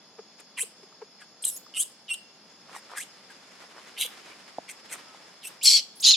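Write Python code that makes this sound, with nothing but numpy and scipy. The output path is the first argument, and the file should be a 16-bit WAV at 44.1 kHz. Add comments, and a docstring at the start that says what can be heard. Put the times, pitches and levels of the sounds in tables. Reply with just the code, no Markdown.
"""A forest floor: a baby macaque, pinned on a stone by an adult, squeaks and grunts, then screams twice.
Its vocal folds slip between a clear tone, sidebands and chaos; thin whistles break out at the edges.
Limbs bump and scrape the stone and stir dry leaves. Behind them lie a bed of distant air, a steady
insect shrill and one faint far-off note, and the trees return a light echo."""
import sys
import numpy as np
from scipy import signal
from scipy.fft import rfft, irfft, next_fast_len
from scipy.io import wavfile
from scipy.ndimage import uniform_filter1d

SR = 44100
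rng = np.random.default_rng(int(sys.argv[2]) if len(sys.argv) > 2 else 0)


def store_pcm(level_fs):
    """Save levels as 16-bit WAV."""
    pcm = np.round(np.clip(level_fs, -1, 1) * 32767).astype(np.int16)
    wavfile.write(sys.argv[1], SR, np.atleast_2d(pcm).T)


N = 271635
TIME = np.arange(N) / SR
FFT_SIZE = next_fast_len(N + SR, real=True)
FREQ = np.maximum(np.fft.rfftfreq(FFT_SIZE, 1 / SR), 1)
LOW_CUT_HZ, TOP_HZ = 69.7, 15800

# tone of the distant forest air: freq_hz, gain_db
AIR_EQ = [(25, -30), (55, -48), (90, -15), (140, -3), (200, 6), (300, -0.5), (450, 0.5), (800, -1),
          (1500, -6.5), (3000, -10), (6000, -13), (9000, -54), (12000, -46), (16000, -48)]
# bands of the insect chorus: centre_hz, width_hz, level_db
INSECT_BANDS = [(3460, 170, -71.5), (4500, 620, -68), (5160, 490, -63), (6694, 290, -71),
                (10630, 1350, -80)]
# reverb tails of the bushes, then the trunks: send_db, build_s, t60_s, treble_edge_hz
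TREE_TAILS = [(-12.5, 0.0021, 0.23, 6500), (-26, 0.011, 1, 3600)]
# tone of both tails: freq_hz, gain_db
ECHO_EQ = [(200, -26.5), (1000, -11), (3000, 5.5), (4500, 0), (7000, 6.5), (10000, 5.5), (16000, 27)]

# tone of dry leaves and grit: freq_hz, gain_db
LEAF_EQ = [(120, -11.5), (300, 1), (800, 3), (2000, 2.5), (3500, -2), (5500, -6), (8500, -11.5),
           (11000, -15.5), (13500, -29), (16000, -40)]
# the adult shifts its weight in the leaves: centre_s, half_length_s, level_db
SHUFFLES = [(0.401, 0.01, -51.5), (0.835, 0.01, -58), (2.74, 0.034, -51.5), (2.945, 0.065, -54.5),
            (3.643, 0.017, -55.5), (3.79, 0.012, -55), (4.073, 0.092, -63), (4.225, 0.082, -51.5),
            (4.486, 0.0067, -52), (4.955, 0.065, -49), (5.16, 0.21, -56), (5.517, 0.053, -52)]
# hands and feet drag over the stone: centre_s, half_length_s, level_db
SCRAPES = [(2.745, 0.04, -51.5), (2.931, 0.03, -47), (3.633, 0.02, -57), (3.777, 0.019, -48.5),
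           (4.94, 0.023, -51.5)]
# tone of skin on stone: freq_hz, gain_db
SCRAPE_EQ = [(150, -22), (400, -0.5), (800, 3), (1250, 8), (1900, -1), (3200, -23), (8000, -38),
             (16000, -60)]
# limbs hit the stone and ground: start_s, ring_hz, peak_db
BUMPS = [(.925, 1250, -46.5), (1.665, 1200, -43.5), (2.749, 1124, -32.5), (2.763, 866, -33),
         (2.9176, 983, -40), (3.771, 870, -45), (4.5838, 695, -20.5), (4.5859, 306, -31.5),
         (4.5896, 660, -38), (5.1465, 860, -40.5)]

# soft grunts: centre_s, pitch_hz, level_db
GRUNTS = [(.196, 440, -39), (.637, 453, -45), (.838, 400, -48.5), (1.027, 443, -37.5), (4.055, 496, -47),
          (5.798, 558.3, -52)]
# whistles of the tightened folds: start_s, length_s, first_hz, middle_hz, last_hz, level_db, octave_db
WHISTLES = [(1.433, 0.023, 10340, 9780, 10000, -46, -25), (1.489, 0.078, 6300, 5390, 5600, -55, 12),
            (1.564, 0.015, 6650, 6870, 7000, -42.5, -3.5), (5.631, 0.007, 7250, 7800, 9600, -31.5, -12),
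            (5.638, 0.015, 7620, 9670, 10650, -25.5, -16), (5.957, 0.035, 9200, 10900, 10100, -54, -36),
            (6, 0.025, 4430, 7440, 9200, -39.5, -12)]
# short squeaks (a share is a fraction of the length; roughness runs 0-1): start_s, length_s,
# first_hz, turn_hz, last_hz, roughness, turn_share, body_db, overtone_crest_share, overtone_db
SQUEAKS = [(0.392, 0.017, 2514, 2472, 2300, 0.05, 0.25, -61, 0.71, -48.5),
           (0.568, 0.07, 2738, 1979, 4310, 0.26, 0.32, -31.5, 0.63, -26),
           (1.193, 0.052, 2200, 1647, 1200, 0.4, 0.6, -47, 0.38, -61),
           (1.4202, 0.02, 4160, 4110, 4005, 0.02, 0.65, -52, 0.26, -36),
           (1.437, 0.011, 3020, 3076, 3725, 0.25, 0.331, -29, 0.7, -30),
           (1.445, 0.014, 3890, 4000, 4074, 0.19, 0.75, -33, 0.49, -17),
           (1.451, 0.052, 4130, 3950, 3700, 0.28, 0.2476, -38.5, 0.44, -26),
           (1.74, 0.093, 2980, 2860, 3899, 0.27, 0.36, -29.5, 0.7, -23),
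           (2.083, 0.066, 3056, 2740, 3155, 0.05, 0.539, -26, 0.72, -31.5),
           (2.73, 0.065, 2735, 1910, 1704, 0.23, 0.58, -45, 0.58, -48),
           (2.950, 0.086, 2119, 1629, 3523, 0.2, 0.38, -34, 0.43, -35.5),
           (3.289, 0.035, 2000, 1620, 1450, 0.12, 0.49, -46.5, 0.6, -58),
           (3.968, 0.097, 2765, 3064, 3300, 0.57, 0.62, -26, 0.48, -30),
           (4.296, 0.045, 2448, 2300, 2145, 0.3, 0.5, -48, 0.56, -79),
           (4.677, 0.046, 2300, 2110, 1863, 0.36, 0.46, -39, 0.68, -38.5),
           (4.883, 0.07, 3100, 2000, 1290, 0.59, 0.74, -40.5, 0.77, -38),
           (5.422, 0.066, 3880, 2640, 3130, 0.17, 0.48, -39, 0.71, -36)]
# every squeak starts hoarse, clears, then breaks up: length_share, added_roughness
BREAK_UP = [(0, .4), (.35, .22), (.58, 0), (.76, .02), (1, .8)]
# envelopes of the two screams, one list each: time_s, body_db, overtone_db
SCREAM_LEVELS = [
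    [(5.614, -43.5, -66), (5.638, -32.5, -40), (5.66, -16, -17), (5.684, -10, -23.5), (5.696, -18.5, -23.5),
     (5.754, -16, -28.5), (5.786, -21.5, -36.5), (5.803, -30.5, -46)],
    [(6.024, -40, -47), (6.038, -23, -30), (6.05, -16, -26), (6.09, -14, -20), (6.116, -14.5, -25),
     (6.132, -21.5, -36), (6.14, -15, -36), (6.156, -28.5, -45)],
]
# each scream shoots up, sags, recovers and falls away: time_s, pitch_hz
SCREAM_PITCH = [
    [(5.614, 2260), (5.647, 4582), (5.684, 4246), (5.725, 4505), (5.77, 4453), (5.803, 3880)],
    [(6.024, 3773), (6.038, 4930), (6.064, 3853), (6.1, 4103), (6.121, 4480), (6.156, 3040)],
]
# the screaming folds lock into a clearer tone: centre_s, half_length_s, share_of_roughness_lost
FOLD_LOCKS = [(5.623, .017, .97), (5.682, .007, .8), (5.752, .018, .7), (6.049, .006, .6),
              (6.092, .01, .55), (6.134, .012, .82)]
# mouth resonances for the early, the low and weak, and the hoarse late squeaks: freq_hz, gain_db
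NARROW_MOUTH = [(300, -31.5), (1100, -6), (1900, -11.5), (3000, -0.5), (3800, -7), (4600, -7.5),
                (5500, -6.5), (6500, -4.5), (8300, 12.5), (9300, 7), (10500, 9), (12200, -5), (13200, -8.5),
                (16000, -18)]
LOW_MOUTH = [(300, -16), (1400, -2), (2000, -0.5), (3000, 3), (4500, 5), (6500, 2), (8600, 11.5),
             (10500, 2), (12400, -1), (13400, -8), (16000, -21)]
LOOSE_MOUTH = [(300, -35), (1400, -5.5), (2100, 10), (3000, 9.5), (4000, 13.5), (5200, 4.5), (6800, -2.5),
               (8600, 6), (10000, 5.5), (12400, 4), (13400, -4), (16000, -17)]
# open-mouth resonances for the first and the second scream: freq_hz, gain_db
FIRST_MOUTH = [(300, -53), (1750, -29.5), (2300, -12.5), (3700, -8.5), (4400, -4), (5600, -2.5), (6900, 5),
               (7700, 14.5), (8600, 4), (10500, 2.5), (11700, -2), (12800, -8), (16000, -32)]
SECOND_MOUTH = [(300, -36), (2100, -19.5), (2700, -4), (3700, 5), (4400, 2.5), (5200, 1), (5900, -6.5),
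                (6800, 6), (7600, -14.5), (10000, -12.5), (12200, -21.5), (13300, -30), (16000, -39)]
# the mouth takes a new shape between cries: start_s, resonance_table
MOUTH_SHAPES = [(0, NARROW_MOUTH), (2.5, LOW_MOUTH), (3.5, LOOSE_MOUTH), (4.5, LOW_MOUTH),
                (5.2, LOOSE_MOUTH), (5.55, FIRST_MOUTH), (5.9, SECOND_MOUTH)]


def undb(db):
    """Decibels to gain."""
    return 10 ** (np.asarray(db) / 20)


def unit(x):
    """Scale to rms 1."""
    return x / np.sqrt(np.mean(x ** 2))


def steady(x):
    """Ride the level to rms 1 while keeping the fast flutter."""
    return x / np.sqrt(uniform_filter1d(x ** 2, size=400) + 1e-12)


def filtered(x, gain):
    """Apply a gain at every frequency."""
    return irfft(rfft(x, FFT_SIZE) * gain, FFT_SIZE)[:len(x)]


def eq(x, points):
    """Equalise through (freq_hz, gain_db) points joined on a log-frequency axis."""
    hz, db = np.transpose(points)
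    return filtered(x, undb(np.interp(np.log(FREQ), np.log(hz), db)))


def noise():
    """White noise."""
    return rng.standard_normal(N)


def wander(hz):
    """Random modulator of rms 1 that moves up to about hz times a second."""
    return unit(np.interp(2 * hz * TIME, np.arange(N), noise()))


def cycle(hz):
    """Running phase of a pitch curve."""
    return 2 * np.pi * np.cumsum(hz) / SR


def bell(t, centre, half_length):
    """Gaussian swell that peaks at 1."""
    return np.exp(-.5 * ((t - centre) / half_length) ** 2)


def window(start_s, end_s, fade_s):
    """A gate open from start to end, with linear fades outside."""
    return np.clip(1 + np.minimum(TIME - start_s, end_s - TIME) / fade_s, 0, 1)


def arc(share, turn, first, middle, last, curve):
    """Pitch or level contour: leave first, linger on middle at the turn, move on to last."""
    offset = np.interp(share, [0, turn, 1], [-1, 0, 1])
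    return middle + (np.where(offset < 0, first, last) - middle) * np.abs(offset) ** curve


def spread(mid, side, side_db):
    """Mid and side to left and right."""
    return mid + undb(side_db) * side * np.array([[1], [-1]])


def forest(air_db=-59, pan_db=1.6):
    """The bed: far-off air and an insect chorus whose shrill bands merge into a steady whine."""
    air = spread(unit(eq(noise(), AIR_EQ)), unit(eq(noise(), AIR_EQ)), side_db=-18.5)
    out = air * undb(air_db + .5 * wander(2.1) + np.array([[pan_db], [-pan_db]]) / 2)
    for hz, width_hz, db in INSECT_BANDS:
        band = np.exp(-2 * np.log(2) * ((FREQ - hz) / width_hz) ** 2)
        mid, side = (unit(filtered(noise(), band)) for _ in range(2))
        out += undb(db + 1.4 * wander(18)) * spread(mid, side, side_db=2)
    return out


def far_note(centre_s=5.12, hz=1290, half_length_s=0.054, fall_per_s=.25, db=-59):
    """A faint, slightly falling note from far off."""
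    t = np.clip(TIME - centre_s, -1, 1)
    tone = np.sqrt(2) * np.sin(cycle(hz * np.exp(-fall_per_s * t)))
    return undb(db) * tone * bell(t, 0, half_length_s)


def tree_echo(x):
    """Bushes scatter the sound at once; trunks return a longer, faint tail, different in each ear."""
    t = TIME[:SR]
    tails = 0
    for db, build_s, t60_s, edge_hz in TREE_TAILS:
        envelope = undb(db) * unit(undb(-60 * t / t60_s) * (1 - np.exp(-t / build_s))) / np.sqrt(SR)
        damping = 1 / np.hypot(1, (FREQ / edge_hz) ** 2)
        tails += np.array([filtered(envelope * rng.standard_normal(SR), damping) for _ in range(2)])
    return np.array([signal.fftconvolve(x, eq(tail, ECHO_EQ))[:N] for tail in tails])


def stone_reflections(x, t60_s=0.0225, build_s=0.00088):
    """The direct sound, widened by first bounces off stone and ground that differ at the two ears."""
    t = TIME[:SR // 10]
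    envelope = undb(-60 * t / t60_s) * (1 - np.exp(-t / build_s))
    bounces = unit(envelope * rng.standard_normal(len(t))) / np.sqrt(len(t))
    reflected = signal.fftconvolve(x, bounces)[:N]
    side = eq(reflected, [(300, -9), (2500, -7.5), (4500, -1.5), (8000, 2.5), (13000, 3)])
    return spread(x, side, side_db=-7.5)


def leaf_litter(clicks_per_s=900, accent_db=6, floor_db=-69.5):
    """Dry leaves and grit give way in dense tiny clicks over a soft brushing, swelling at each shuffle."""
    def crackle():
        clicks = (rng.random(N) < clicks_per_s / SR) * noise()
        clicks *= undb(accent_db * np.minimum(rng.exponential(size=N), 2.2))
        return unit(eq(0.45 * unit(clicks) + noise(), LEAF_EQ))

    # the two fades overlap into one broad swell that peaks at 4 s
    stirring = undb(-51.5) * window(4.5, 3.5, fade_s=2.55)
    shuffle_power = sum((undb(db) * bell(TIME, s, half_s)) ** 2 for s, half_s, db in SHUFFLES)
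    level = np.sqrt(undb(floor_db) ** 2 + stirring ** 2 + shuffle_power)
    flicker = undb(1.5 * wander(25))
    return level * flicker * spread(crackle(), crackle(), side_db=-5)


def scrapes(slip_hz=105, accent_db=2, jerk_decay_s=0.00061, drag=.45):
    """Skin sticks and slips on the stone in uneven jerks, with a dry drag between them."""
    timing, accent = rng.standard_normal((N // 100, 2)).T
    slips = (np.cumsum(np.exp(.3 * timing) / slip_hz) * SR).astype(int)
    impulses = np.bincount(slips[slips < N], undb(accent_db * accent[slips < N]), N)
    jerks = signal.fftconvolve(impulses, np.exp(-TIME[:SR // 100] / jerk_decay_s))[:N]
    pressure = sum(undb(db) * bell(TIME, s, half_s) for s, half_s, db in SCRAPES)
    return pressure * unit(eq((unit(jerks) + drag) * noise(), SCRAPE_EQ))


def bumps(contact_s=0.0015, scuff=0.016):
    """Soft blows of limbs: the push builds over the contact time and dies within a few cycles."""
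    out = np.zeros(N)
    grit = unit(eq(noise(), LEAF_EQ))
    for start_s, hz, db in BUMPS:
        t = np.maximum(TIME - start_s, 0)
        push = (t / contact_s * np.exp(1 - t / contact_s)) ** 2
        out += undb(db) * push * (np.sin(2 * np.pi * hz * t) + scuff * grit)
    return out


def grunts(half_length_s=0.0049, fall_per_s=7.5, huff=0.34):
    """A few cycles of a low, falling tone, led by a small huff."""
    out = np.zeros(N)
    breath = unit(eq(noise(), [(200, -26), (900, 18), (1600, 9.5), (3000, -3), (8000, -24), (16000, -60)]))
    for centre_s, hz, db in GRUNTS:
        t = np.clip(TIME - centre_s, -.1, .1)
        tone = np.sqrt(2) * np.sin(cycle(hz * np.exp(-fall_per_s * t))) * bell(t, 0, half_length_s)
        out += undb(db) * (tone + huff * breath * bell(t, -half_length_s, half_length_s))
    return out


def whistles():
    """A second, much higher oscillation of the vocal folds, nearly a pure tone."""
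    out = np.zeros(N)
    waver = 1 + 0.0194 * wander(490)
    breath = 0.27 * unit(eq(noise(), [(3000, -20), (7000, -6), (11500, -1.5), (16000, -12)]))
    for start_s, length_s, first_hz, middle_hz, last_hz, db, octave_db in WHISTLES:
        gate = window(start_s, start_s + length_s, fade_s=0.0026)
        on = gate > 0
        share = (TIME[on] - start_s) / length_s
        hz = np.polyval(np.polyfit([0, .5, 1], [first_hz, middle_hz, last_hz], 2), share)
        phase = cycle(hz * waver[on])
        octave = undb(octave_db) * (np.sin(2 * phase) * (hz < TOP_HZ / 2) + breath[on])
        envelope = gate[on] * undb(db + arc(share, 0.96, -2.3, 0, -4.4, curve=6))
        out[on] += np.sqrt(2) * envelope * (np.sin(phase) + breath[on] + octave)
    return out


def vocal_folds(on, hz, roughness, jitter, beat_ratio, sidebands, knee, rasp, hiss, rolloff, even_db):
    """The rougher the folds run, the more they jitter, beat against a slower vibration and hiss."""
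    def drift(rate_hz):
        return wander(rate_hz)[on]

    hz, strain = hz[on], roughness[on]
    phase = cycle(hz * (1 + jitter * strain * drift(450) + 0.00627 * drift(120)))
    # nearly symmetric folds favour the odd harmonics: even_db turns down the rest
    harmonics = sum(np.exp(1j * k * phase) * (k * hz < TOP_HZ) * (1 if k % 2 else undb(even_db))
                    / k ** rolloff for k in np.arange(1, 9))
    # the slower vibration puts sidebands around each harmonic, stronger above, each coming and going
    beating = sum((.8 + .5 * drift(70)) * np.exp(1j * k * beat_ratio * phase)
                  * undb(-5 * (k < 0)) / abs(k) for k in (-2, -1, 1, 2))
    # as the tone breaks up, it smears into a band of noise
    core = 1 - 0.82 * strain + rasp * strain * (drift(420) + 1j * drift(420))
    source = np.zeros(N)
    source[on] = np.imag(harmonics * (core + sidebands * np.tanh(strain / knee) * beating))
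    # air breaks through once a cycle
    source[on] += hiss * strain ** 0.75 * noise()[on] * (1 + 1.2 * np.sin(phase))
    return source


def mouth(source):
    """Each cry rings in the mouth shape of its moment."""
    shape = np.searchsorted([s for s, _ in MOUTH_SHAPES], TIME, side="right") - 1
    parts = [(source * (shape == k), points) for k, (_, points) in enumerate(MOUTH_SHAPES)]
    return sum(eq(part, points) for part, points in parts if part.any())


def cry_dynamics(voice, roughness, body_db, overtone_db, flutter_db, crossover_hz=5800):
    """Body and overtones follow separate envelopes; the level flutters as the voice roughens."""
    body = filtered(voice, 1 / (1 + (FREQ / crossover_hz) ** 20))
    flutter = undb(flutter_db * (roughness * wander(220) - roughness ** 2 / 4))
    return flutter * (steady(body) * undb(body_db) + steady(voice - body) * undb(overtone_db))


def squeaks(catch_db=7, catch_delay_share=0.16, catch_half_share=0.054):
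    """Short gliding cries: the body is fullest at the pitch turn, the overtones have their own crest."""
    gate, total_weight, controls = np.zeros(N), np.full(N, 1e-18), np.zeros((4, N))
    for start_s, length_s, first_hz, turn_hz, last_hz, rough, turn, body_db, crest, over_db in SQUEAKS:
        opening = window(start_s, start_s + length_s, fade_s=.003)
        on = opening > 0
        share = (TIME[on] - start_s) / length_s
        # just after the turn the voice catches as it changes register
        dip_db = catch_db * bell(share, turn + catch_delay_share, catch_half_share)
        low_db = body_db + arc(share, turn, -17.7, 0, -14.4, curve=1.26) - dip_db
        high_db = over_db + arc(share, crest, -40.3, 0, -11.4, curve=2.3) - dip_db
        hz = arc(share, turn, first_hz, turn_hz, last_hz, curve=1.7)
        roughness = rough + np.interp(share, *np.transpose(BREAK_UP))
        # where two squeaks touch, the stronger leads
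        weight = opening[on] ** 2 * (undb(low_db) + undb(high_db))
        controls[:, on] += weight * np.array([hz, roughness, low_db, high_db])
        total_weight[on] += weight
        gate = np.maximum(gate, opening)
    hz, roughness, low_db, high_db = controls / total_weight
    roughness = np.clip(roughness, 0, 1)
    source = vocal_folds(gate > 0, hz, roughness, jitter=.045, beat_ratio=.27, sidebands=.6,
                         knee=.8, rasp=.85, hiss=.24, rolloff=2.0, even_db=-5)
    return gate * cry_dynamics(mouth(source), roughness, low_db, high_db, flutter_db=3.6)


def screams(full_roughness=.9):
    """Two harsh, open-mouthed cries: the folds run chaotic, except for the moments when they lock."""
    gate = sum(window(rows[0][0], rows[-1][0], fade_s=.003) for rows in SCREAM_LEVELS)
    times, *levels = np.vstack(SCREAM_LEVELS).T
    body_db, overtone_db = (np.interp(TIME, times, db) for db in levels)
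    hz = np.interp(TIME, *np.vstack(SCREAM_PITCH).T)
    clarity = sum(share * bell(TIME, s, half_s) for s, half_s, share in FOLD_LOCKS)
    roughness = np.clip(full_roughness * (1 - clarity), 0, 1)
    source = vocal_folds(gate > 0, hz, roughness, jitter=.055, beat_ratio=.255, sidebands=.55,
                         knee=.3, rasp=.5, hiss=.75, rolloff=2.3, even_db=0)
    return gate * cry_dynamics(mouth(source), roughness, body_db, overtone_db, flutter_db=2.3)


def scene():
    """The baby up front, the scuffle around it and the forest behind."""
    close = squeaks() + screams() + whistles() + grunts() + bumps() + scrapes()
    return stone_reflections(close) + tree_echo(close) + leaf_litter() + forest() + far_note()


def record(dry):
    """A gentle low cut thins the bass and a steep high cut takes off the top."""
    thinned = signal.sosfilt(signal.butter(2, LOW_CUT_HZ, "high", fs=SR, output="sos"), dry)
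    return signal.sosfilt(signal.ellip(10, .2, 80, TOP_HZ, fs=SR, output="sos"), thinned)


dry = scene()
out = record(dry)
store_pcm(out)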